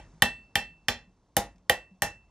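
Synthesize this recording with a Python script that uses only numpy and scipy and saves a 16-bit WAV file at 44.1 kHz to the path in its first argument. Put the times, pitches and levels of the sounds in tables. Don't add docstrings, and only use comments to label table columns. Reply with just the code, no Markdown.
import sys
import numpy as np
from scipy import signal
from scipy.fft import rfft, irfft, next_fast_len
from scipy.io import wavfile
from scipy.ndimage import uniform_filter1d

SR = 44100
rng = np.random.default_rng(int(sys.argv[2]) if len(sys.argv) > 2 else 0)


def unload_audio(sound):
    columns = np.transpose(np.atleast_2d(sound))
    steps = np.round(np.clip(columns, -1, 1) * 32767)
    wavfile.write(sys.argv[1], SR, steps.astype(np.int16))


def amplitude_ratio(level_db):
    exponent = np.asarray(level_db, float) / 20
    return 10 ** exponent


N = 101429
PAD = SR // 4

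BLOW_STARTS = [-.1, .2217, .5552, .8838, 1.3669, 1.6963, 2.0207]
# crack_db, crack_bright_db_per_octave,
# clank_bright_db_per_octave, clank_db, ring_db, bar_db, thud_db, room_db
BLOW_LEVELS = [(-13, 0, 0, -18, -48, -21.5, -25.5, 5), (-5.5, -4, -5, -6, -25, -19.5, -25.5, 0),
               (-14.5, -3.5, 0, -11, -32.5, -25.5, -29.5, 2.5), (-12, -7, 1, -12, -43.5, -26, -30, 3),
               (-11.5, 3.5, 2, -18.5, -47.5, -16, -25, 1), (-9.5, 0.5, -1, -8, -34, -16, -29, -1.5),
               (-12.5, -1.5, -7.5, -17.5, -35.5, -24.5, -32, 4)]
UPPER_CHIME_LEVELS = [-0.5, 0, 1, 4, -8, -11.5, -14]
UPPER_CHIME_FROM_HZ = 3000

# pitch_hz, level_db
CRACK_COLOUR = [(300, -42), (1000, -11.5), (3000, -2.5), (6000, -2.5), (9000, 2), (12000, -0.5),
                (15000, -3), (17000, -24)]
CRACK_T60_S = 0.016

# pitch_hz, level_db
CLATTER_COLOUR = [(150, -33.5), (300, -9), (500, -2.5), (900, -0.5), (1300, -11), (2500, -11.5),
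                  (5000, -16.5), (10000, -25)]
CLATTER_OVER_BAR_DB, CLATTER_T60_S = 7, 0.13

# pitch_hz, level_db
CLANK_MODES = [(1190, -8.5), (1590, -7.5), (1810, 3.5), (1880, -1), (2350, -4.5), (2800, -4.5), (3110, 3.5),
               (3510, -3.5), (4200, -14), (4860, -14.5), (5600, -8), (6900, -31.5), (8700, -20)]
CLANK_T60_S, CLANK_RISE_S, CLANK_SCATTER_DB = 0.024, 0.0008, 1
CLANK_DETUNE = 0.01

# pitch_hz, level_db, t60_s
BAR_MODES = [(345, -15.5, .07), (412, -10.5, .08), (500.7, -5, 0.076), (619.5, -8.5, .08),
             (675, -3.5, 0.071), (810, -5, 0.091), (816, 1, 0.065), (1005, -15, 0.09)]
# pitch_hz, level_db, t60_s
STAND_MODES = [(50.7, -8.5, 0.42), (116, -9.5, 0.049), (160, -1, 0.089), (198, 0.5, 0.14),
               (238.5, -1, 0.16), (330, -12.5, 0.23)]
LOW_RISE_S, LOW_SCATTER_DB = 0.0022, 2.5
SWAY_FROM_HZ, SWAY_TO_HZ, SWAY_GLIDE_S = 170, 43.5, 0.015
SWAY_T60_S, SWAY_DB = 0.14, 2.5

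ANVIL_PITCHES = [2669, 4461, 7838]
# level_db, t60_s
ANVIL_DECAYS = [(2, 0.4), (-29.5, .6), (-19.5, 0.3)]
CHIME_PITCHES = [1832, 1956, 3456, 4113, 5582]
# level_db, t60_s
CHIME_DECAYS = [(-23.5, .26), (-24, 0.26), (-33.5, 0.27), (-27, 0.21), (-26.5, 0.17)]
RING_SWELL_S, RING_SCATTER_DB = 0.016, 1

# pitch_hz, t60_s
ROOM_DECAY = [(60, 0.69), (250, 0.26), (800, 0.19), (2000, 0.23), (5000, 0.19), (10000, 0.15),
              (15000, 0.057)]
# pitch_hz, level_db
ROOM_COLOUR = [(60, -9.5), (300, -5), (1000, -3), (3000, -6), (6000, -4.5), (10000, -9.5), (15000, -8)]
# pitch_hz, likeness (1 = the same)
ROOM_LIKENESS = [(150, .996), (350, .98), (800, .995), (2000, .85), (5000, .45), (10000, .6)]
FIRST_WALL_S, TONES_TO_ROOM_DB = 0.004, -4.5

# start_s, level_db, pitch_hz
SOFT_BUMPS = [(0.132, -50, 160), (0.392, -65.5, 168), (0.701, -52, 164.6), (1.001, -65, 160),
              (1.07, -54.5, 185), (1.546, -53.5, 182), (1.608, -60.5, 183), (1.911, -48, 187),
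              (2.129, -61, 186)]
BUMP_T60_S, BUMP_RISE_S = 0.24, 0.0029

# start_s, level_db
HANDLING_TICKS = [(1.56, -53.5), (1.582, -52), (1.96, -63)]
# pitch_hz, level_db
TICK_COLOUR = [(800, -26), (2000, -1), (4000, -3), (7000, -5), (10000, -25)]

# pitch_hz, level_db
AIR_COLOUR = [(20, -2.5), (45, 0.5), (100, -10), (200, -9.5), (500, -19), (900, -19), (1500, -25.5),
              (3000, -27.5), (6000, -27.5), (10000, -37), (11000, -63.5)]
# pitch_hz, likeness (1 = the same)
AIR_LIKENESS = [(100, .999), (1000, .98), (4000, 1), (10000, 0.5)]
# time_s, level_db
AIR_LEVELS = [(0, 3), (0.501, -2), (1.199, -4.5), (2.3, -4)]
AIR_DB = -60.5

# pitch_hz, lead_rad
PORT_LEAD = [(300, -.08), (800, -.06), (1400, -.5), (3000, -.55), (4200, 0), (5000, 1.1), (8000, 1.6),
             (15000, 1.5)]
# pitch_hz, level_db
PORT_TILT = [(700, 0), (1400, -1.7), (3000, -1.6), (5000, .4)]
LOW_CUT_HZ, TOP_HZ = 32, 15600

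# pitch_hz, level_db
GATE_THRESHOLD = [(50, -100), (300, -84), (1000, -91.5), (3000, -78.5), (8000, -89), (14000, -96.5)]
GATE_DEPTH_DB, GATE_RELEASE_S, GATE_STEEP = -9, 0.015, 1.5


def along(points, hz):
    f, v = np.transpose(points)
    return np.interp(np.log(hz + 1), np.log(f + 1), v)


def filtered(x, response):
    n = x.shape[-1]
    m = next_fast_len(n + 8192)
    spectrum = rfft(x, m) * response(np.fft.rfftfreq(m, 1 / SR))
    return irfft(spectrum, m)[..., :n]


def pair(noise, alike, points):
    def shares(hz):
        turn = np.arccos(np.clip(along(alike, hz), -1, 1)) / 2
        return amplitude_ratio(along(points, hz)) * [np.cos(turn), np.sin(turn)]

    mid, side = filtered(noise, shares)
    return np.array([mid + side, mid - side])


def modes(rows, t, rise_s, scatter_db):
    hz, db, t60 = np.transpose(rows)[:, :, None]
    chance = rng.standard_normal((2, len(rows), 1))
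    level = amplitude_ratio(db + scatter_db * chance[0] - 60 * t / t60)
    ring = level * np.sin(2 * np.pi * hz * t + 0.3 * chance[1])
    return ring.sum(0) * (1 - np.exp(-t / rise_s))


def hammer():
    out = np.zeros((2, N + PAD + SR))
    t = np.arange(SR * 3 // 4) / SR
    for start_s, upper_db, levels in zip(BLOW_STARTS, UPPER_CHIME_LEVELS, BLOW_LEVELS):
        crack_db, edge_db, bright_db, clank_db, ring_db, bar_db, thud_db, room_db = levels
        noise = crack(t, crack_db, edge_db) + clatter(t, bar_db)
        tones = clank(t, clank_db, bright_db) + bar(t, bar_db) + thud(t, thud_db)
        ringing = anvil(t, ring_db) + chime(t, clank_db, upper_db)
        answer = amplitude_ratio(room_db) * room(noise + amplitude_ratio(TONES_TO_ROOM_DB) * tones)
        first = PAD + round(start_s * SR)
        out[:, first:first + len(t)] += noise + tones + ringing + answer
    return out[:, PAD:PAD + N]


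def crack(t, level_db, edge_db):
    burst = rng.standard_normal(len(t)) * amplitude_ratio(-60 * t / CRACK_T60_S)

    def colour(hz):
        tilt_db = edge_db * np.log2((hz + 1000) / 6000)
        return amplitude_ratio(along(CRACK_COLOUR, hz) + tilt_db)

    return amplitude_ratio(level_db) * filtered(burst, colour)


def clatter(t, bar_db):
    rattle = rng.standard_normal(len(t)) * amplitude_ratio(-60 * t / CLATTER_T60_S)
    rattle = rattle * (1 - np.exp(-t / LOW_RISE_S))
    coloured = filtered(rattle, lambda hz: amplitude_ratio(along(CLATTER_COLOUR, hz)))
    return amplitude_ratio(bar_db + CLATTER_OVER_BAR_DB) * coloured


def clank(t, level_db, bright_db):
    rows = []
    for hz, db in CLANK_MODES:
        detuned_hz = hz * (1 + CLANK_DETUNE * rng.standard_normal())
        rows.append((detuned_hz, db + bright_db * np.log2(hz / 2000), CLANK_T60_S))
    return amplitude_ratio(level_db - 3) * modes(rows, t, CLANK_RISE_S, CLANK_SCATTER_DB)


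def bar(t, level_db):
    return amplitude_ratio(level_db - 1.5) * modes(BAR_MODES, t, LOW_RISE_S, LOW_SCATTER_DB)


def thud(t, level_db):
    glide = SWAY_GLIDE_S * (1 - np.exp(-t / SWAY_GLIDE_S))
    turns = SWAY_TO_HZ * t + (SWAY_FROM_HZ - SWAY_TO_HZ) * glide
    sway = amplitude_ratio(SWAY_DB - 60 * t / SWAY_T60_S) * np.sin(2 * np.pi * turns)
    sway = sway * (1 - np.exp(-t / LOW_RISE_S))
    return amplitude_ratio(level_db - 4) * (modes(STAND_MODES, t, LOW_RISE_S, LOW_SCATTER_DB) + sway)


def anvil(t, level_db):
    rows = np.column_stack([ANVIL_PITCHES, ANVIL_DECAYS])
    return amplitude_ratio(level_db) * modes(rows, t, RING_SWELL_S, RING_SCATTER_DB)


def chime(t, clank_db, upper_db):
    rows = []
    for hz, (db, t60) in zip(CHIME_PITCHES, CHIME_DECAYS):
        rows.append((hz, db + upper_db * (hz > UPPER_CHIME_FROM_HZ), t60))
    return amplitude_ratio(clank_db) * modes(rows, t, RING_SWELL_S, RING_SCATTER_DB)


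def room(x):
    hz, t, z = signal.stft(rng.standard_normal((2, SR // 2)), SR, nperseg=256)
    t60 = along(ROOM_DECAY, hz)[:, None]
    fading = z * amplitude_ratio(-60 * t / t60)
    even = fading / np.sqrt(t60 * SR / np.log(1e6))
    tail = signal.istft(even, SR, nperseg=256)[1]
    tail = pair(tail, ROOM_LIKENESS, ROOM_COLOUR)
    tail = np.pad(tail, ((0, 0), (round(FIRST_WALL_S * SR), 0)))
    return signal.fftconvolve(x[None], tail, axes=1)[:, :len(x)]


def bumps():
    out = np.zeros(N + SR)
    t = np.arange(SR // 3) / SR
    for start_s, db, hz in SOFT_BUMPS:
        first = round(start_s * SR)
        out[first:first + len(t)] += modes([(hz, db, BUMP_T60_S)], t, BUMP_RISE_S, 0)
    return out[:N]


def ticks():
    out = np.zeros(N)
    t = np.arange(SR // 50) / SR
    for start_s, db in HANDLING_TICKS:
        first = round(start_s * SR)
        out[first:first + len(t)] += amplitude_ratio(db - 60 * t / 0.025) * rng.standard_normal(len(t))
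    return filtered(out, lambda hz: amplitude_ratio(along(TICK_COLOUR, hz)))


def air():
    x = pair(rng.standard_normal((2, N)), AIR_LIKENESS, AIR_COLOUR)
    level_db = np.interp(np.arange(N) / SR, *np.transpose(AIR_LEVELS))
    return amplitude_ratio(AIR_DB + level_db) * x / np.sqrt(np.mean(x ** 2))


def scene():
    return hammer() + bumps() + ticks() + air()


def ports(x):
    sides = np.array([[1], [-1]])

    def response(hz):
        level = amplitude_ratio(sides * along(PORT_TILT, hz) / 2)
        return level * np.exp(0.5j * sides * along(PORT_LEAD, hz))

    return filtered(x, response)


def suppressor(heard):
    hz, t, z = signal.stft(heard, SR, nperseg=512, noverlap=384)
    power = uniform_filter1d(np.mean(abs(z) ** 2, 0), size=3, axis=0)
    keep = np.exp(-(t[1] - t[0]) / GATE_RELEASE_S)
    held = signal.lfilter([1 - keep], [1, -keep], power)
    strongest = np.maximum(abs(held), power)
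    threshold = amplitude_ratio(2 * along(GATE_THRESHOLD, hz))[:, None]
    over = (strongest / threshold) ** GATE_STEEP
    floor = amplitude_ratio(GATE_DEPTH_DB)
    gain = floor + (1 - floor) * over / (1 + over)
    return signal.istft(z * gain, SR, nperseg=512, noverlap=384)[1][:, :N]


def roll_off(x):
    return signal.sosfilt(signal.butter(12, 16970, fs=SR, output="sos"), x)


def record(dry):
    low_cut = signal.butter(6, LOW_CUT_HZ, "high", fs=SR, output="sos")
    heard = signal.sosfilt(low_cut, ports(dry))
    quieted = suppressor(heard)
    mix = filtered(quieted, lambda hz: 1 / (1 + (hz / TOP_HZ) ** 60))
    return roll_off(mix)


dry = scene()
out = record(dry)
unload_audio(out)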